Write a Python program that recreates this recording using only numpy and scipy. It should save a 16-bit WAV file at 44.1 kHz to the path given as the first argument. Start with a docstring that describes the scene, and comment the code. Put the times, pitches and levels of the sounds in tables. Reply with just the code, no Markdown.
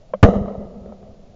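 """Open country, with one gunshot heard on a small camera that probably rides on the gun.
A clack of the action (decaying sines and a noise tick) rings the housing, over faint hiss and wind.
The blast, a pressure swing with a noisy crack, overloads the microphone for about 20 ms.
Tree lines send back sharp slaps of noise, low booms and a long rolling echo of ever duller noise;
the housing colours the echo and hums along as a wavering low tone."""
import sys
import numpy as np
from scipy import signal
from scipy.fft import irfft
from scipy.io import wavfile

SR = 44100
rng = np.random.default_rng(int(sys.argv[2]) if len(sys.argv) > 2 else 0)


def transcribe(u):
    """Save the signal u as a 16-bit wav file named by the first command-line argument.

    u: samples, shape (n,) or (channels, n), limited to [-1, 1]; the rate is SR.
    q: integer samples, one column per channel.
    """
    v = np.clip(np.atleast_2d(u).T, -1, 1)
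    q = np.round(v * 32767).astype(np.int16)
    wavfile.write(sys.argv[1], SR, q)


N = 59535

SHOT_S = 0.2285


def undb(db):
    """Decibels to gain."""
    return 10 ** (np.asarray(db) / 20)


def unit(x):
    """Scale to rms 1."""
    return x / np.sqrt(np.mean(x ** 2))


def since(start_s):
    """Seconds since a moment, zero before it."""
    return np.maximum(np.arange(N) / SR - start_s, 0)


def burst(start_s, rise_s, decay_s):
    """A quick rise and an exponential fall."""
    age = since(start_s)
    rise = 1 - np.exp(-(age / rise_s) ** 2)
    return rise * np.exp(-age / decay_s)


def bump(at_s, width_s):
    """One rounded push of pressure, falling to 1/e at width_s either side."""
    return np.exp(-((np.arange(N) / SR - at_s) / width_s) ** 2)


def curve(points):
    """Gain over time from (s, dB) points, opening with the shot."""
    time_s, level_db = np.array(points).T
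    gain = undb(np.interp(np.arange(N) / SR, time_s, level_db))
    return gain * np.minimum(since(SHOT_S) / 0.0019, 1)


def noise(points):
    """Noise of rms 1 with random phases and a spectrum drawn through (Hz, dB) points."""
    octave = np.log2(np.maximum(np.arange(N // 2 + 1) * SR / N, 1))
    hz, db = np.array(points).T
    gain = undb(np.interp(octave, np.log2(hz), db))
    phase = 2 * np.pi * rng.random(len(gain))
    return unit(irfft(gain * np.exp(1j * phase), N))


def band(x, lo_hz, hi_hz):
    """Gentle band-pass."""
    sos = signal.butter(2, [lo_hz, min(hi_hz, SR / 2 - 1)], "band", fs=SR, output="sos")
    return signal.sosfilt(sos, x)


def background():
    """Faint hollow hiss and a little wind on the microphone: shaped noise and very low noise."""
    # spectrum of the steady hiss: pitch_hz, relative level_db (per Hz)
    hiss_spectrum = [(8, -2.5), (20, -8.5), (50, -13.5), (200, -11), (290, -26), (420, -23), (560, -17.5),
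                     (680, -13), (820, -30.5), (1700, -41), (7000, -36.5)]
    hiss_db, wind_db = -47.5, -48.5
    hiss = undb(hiss_db) * noise(hiss_spectrum)
    wind = undb(wind_db) * unit(band(rng.standard_normal(N), 4.5, 25))
    return hiss + wind


def clack():
    """A tick of metal and the short modal ring of gun and housing, just before the shot."""
    # ringing modes of gun and housing: pitch_hz, relative level_db, t60_s (time to fall 60 dB)
    modes = [(197, -17, .11), (537.3, 0.5, 0.04), (592.6, -2, 0.044), (1036, -5.5, 0.014),
             (1285, -14, 0.02), (1585, -26.5, .032), (2075, -45, 0.083), (2300, -37.5, 0.036)]
    # spectrum of the metal tick: pitch_hz, relative level_db (per Hz)
    tick_spectrum = [(300, -37), (520, -9.5), (850, -5.5), (1200, 8.5), (1450, -9.5), (2000, -17.5),
                     (2600, -26), (3100, -12.5), (3700, -37), (7000, -41)]
    clack_s, rise_cycles = 0.135, 2.56
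    ring_db, tick_db = -3, -24
    ring = 0
    for hz, db, t60_s in modes:
        envelope = burst(clack_s, rise_cycles / hz, t60_s / np.log(1000))
        ring = ring + undb(db) * envelope * np.sin(2 * np.pi * hz * since(clack_s))
    tick = noise(tick_spectrum) * burst(clack_s, 0.0012, 0.0058)
    return undb(ring_db) * ring + undb(tick_db) * tick


def blast():
    """A noisy crack on a huge, brief pressure swing that ends in a deep trough and settles."""
    # spectrum of the crack: pitch_hz, relative level_db (per Hz)
    crack_spectrum = [(100, -6.5), (200, 2.5), (330, -22.5), (600, -1.5), (820, -7.5), (1200, 1),
                      (2200, -11.5), (4000, -23.5), (7000, -22.5)]
    rise_s = 0.0015
    swing_hz, swing_db, swing_hold_s, swing_decay_s = 112, 8, 0.01232, 0.003
    suction_bias = 0.18
    trough_s, trough_width_s, trough_db = 0.2455, 0.0018, 20
    age = since(SHOT_S)
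    opening = np.minimum(age / rise_s, 1)
    fading = np.exp(-since(SHOT_S + swing_hold_s) / swing_decay_s)
    swing = np.sin(2 * np.pi * swing_hz * age) - suction_bias
    swing = undb(swing_db) * opening * fading * swing
    # low pressure behind the front, then the slow return to rest
    trough = undb(trough_db) * bump(trough_s, trough_width_s)
    recovery = burst(trough_s, 0.002, 0.0098)
    crack = noise(crack_spectrum) * burst(SHOT_S, rise_s, 0.0092)
    return swing - trough + recovery + crack


def roll():
    """Scatter from ground and trees, ever duller, over a rumble that lasts longer."""
    # spectrum of the echoes as the housing passes them: pitch_hz, relative level_db (per Hz)
    echo_spectrum = [(100, -30), (240, -0.5), (305, -18.5), (370, -3.5), (470, 0), (660, -2), (820, -14.5),
                     (1080, -24), (1280, -14), (1470, -36), (2000, -28), (2400, -46.5), (2950, -31),
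                     (3450, -43.5), (3850, -32.5), (4300, -48), (6200, -36), (6900, -37)]
    # spectrum of the rumble: pitch_hz, relative level_db (per Hz)
    rumble_spectrum = [(8, -32.5), (25, -7), (70, 10.5), (120, -8), (170, -2.5), (300, -6.5), (800, -62)]
    # strength of the rolling echo: time_s, level_db
    strength = [(0.237, -5), (0.261, -16), (0.296, -18), (0.324, -22.5), (.355, -21), (.41, -29.5),
                (.47, -30.5), (.53, -32), (.575, -36.5), (.635, -34.5), (.69, -39.5), (.83, -43),
                (.89, -40), (.98, -47.5), (1.09, -43), (1.16, -51.5), (1.35, -54.5)]
    air_db_per_s_khz = 6  # longer paths lose more treble
    rumble_db, rumble_db_per_s = -12.5, 7  # on top of the strength curve
    hz, s, cells = signal.stft(noise(echo_spectrum), SR, nperseg=1024)
    loss_db = air_db_per_s_khz * np.outer(hz / 1000, np.maximum(s - SHOT_S, 0))
    scatter = signal.istft(cells * undb(-loss_db), SR)[1][:N]
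    rumble = noise(rumble_spectrum) * undb(rumble_db + rumble_db_per_s * since(SHOT_S))
    return curve(strength) * (scatter + rumble)


def hum():
    """The echoes keep the lowest mode of the housing ringing: a sine with a wavering pitch."""
    # level of the housing's hum: time_s, level_db (rms)
    strength = [(.24, 1), (.273, -22.5), (.297, -12), (.328, -40), (.363, -19), (.40, -22.5), (.47, -33),
                (.52, -32.5), (.553, -46.5), (.59, -30.5), (.665, -37), (.735, -52), (.77, -34.5),
                (.83, -46), (.9, -38.5), (1, -51), (1.035, -42.5), (1.135, -62), (1.175, -51), (1.35, -58)]
    housing_hz, wander_rms_hz = 199, 13.2
    wander = unit(band(rng.standard_normal(N), 4.5, 40))
    phase = 2 * np.pi * np.cumsum(housing_hz + wander_rms_hz * wander) / SR
    return curve(strength) * np.sqrt(2) * np.sin(phase)


def slaps():
    """Short, brighter returns of the crack from single trees and edges: bursts of noise."""
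    # sharp echoes: start_s, level_db
    returns = [(0.261, -13.5), (0.287, -13.5), (0.338, -19), (0.355, -18.5), (0.459, -30), (0.48, -22.5),
               (0.502, -29.5), (0.523, -27.5), (.534, -42), (0.552, -30.5), (0.607, -36), (0.86, -38.5),
               (0.892, -37), (0.923, -34), (1.028, -38)]
    # spectrum of the sharp echoes: pitch_hz, relative level_db (per Hz)
    slap_spectrum = [(150, -13.5), (300, -18), (450, 8.5), (680, 7), (850, -16.5), (1280, -3.5),
                     (1500, -28), (2100, -23), (2500, -40.5), (3900, -36), (7000, -50)]
    envelope = sum(undb(db) * burst(s, 0.0004, 0.0062) for s, db in returns)
    return noise(slap_spectrum) * envelope


def booms():
    """Rounded returns of the pressure wave from the tree lines: band-passed dips of pressure."""
    # low echoes: peak_s, peak level_db ahead of the band-pass
    returns = [(0.288, -11), (0.368, -10.5), (.392, -25.5), (0.414, -11.5), (0.451, -20), (0.583, -22),
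               (0.657, -30), (.770, -33.5), (0.799, -34.5), (0.82, -29), (1.037, -35.5), (1.094, -35)]
    pressure = -sum(undb(db) * bump(s, 0.0019) for s, db in returns)
    return band(pressure, 26, 900)


def scene():
    """Clack, shot and echoes over the quiet field."""
    shot = blast() + roll() + hum() + slaps() + booms()
    return (background() + clack() + shot)[None]


def record(dry):
    """The input saturates with rounded edges, the top is cut, and the overshoot clips at full scale."""
    ceiling, knee = 1.008, 44  # a high knee makes the saturation hard
    rounding_hz, top_hz = 3860, 7200
    flat = dry / (1 + np.abs(dry / ceiling) ** knee) ** (1 / knee)
    rounding = signal.bessel(2, rounding_hz, fs=SR, norm="mag", output="sos")
    rounded = signal.sosfilt(rounding, flat)
    top_cut = signal.ellip(8, 0.05, 50, top_hz, fs=SR, output="sos")
    narrow = signal.sosfiltfilt(top_cut, rounded)
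    clipped = np.clip(narrow, -1, 1)
    # a last low-pass above the clipping
    return signal.sosfilt(signal.ellip(8, 0.1, 70, 15800, fs=SR, output="sos"), clipped)


dry = scene()
out = record(dry)
transcribe(out)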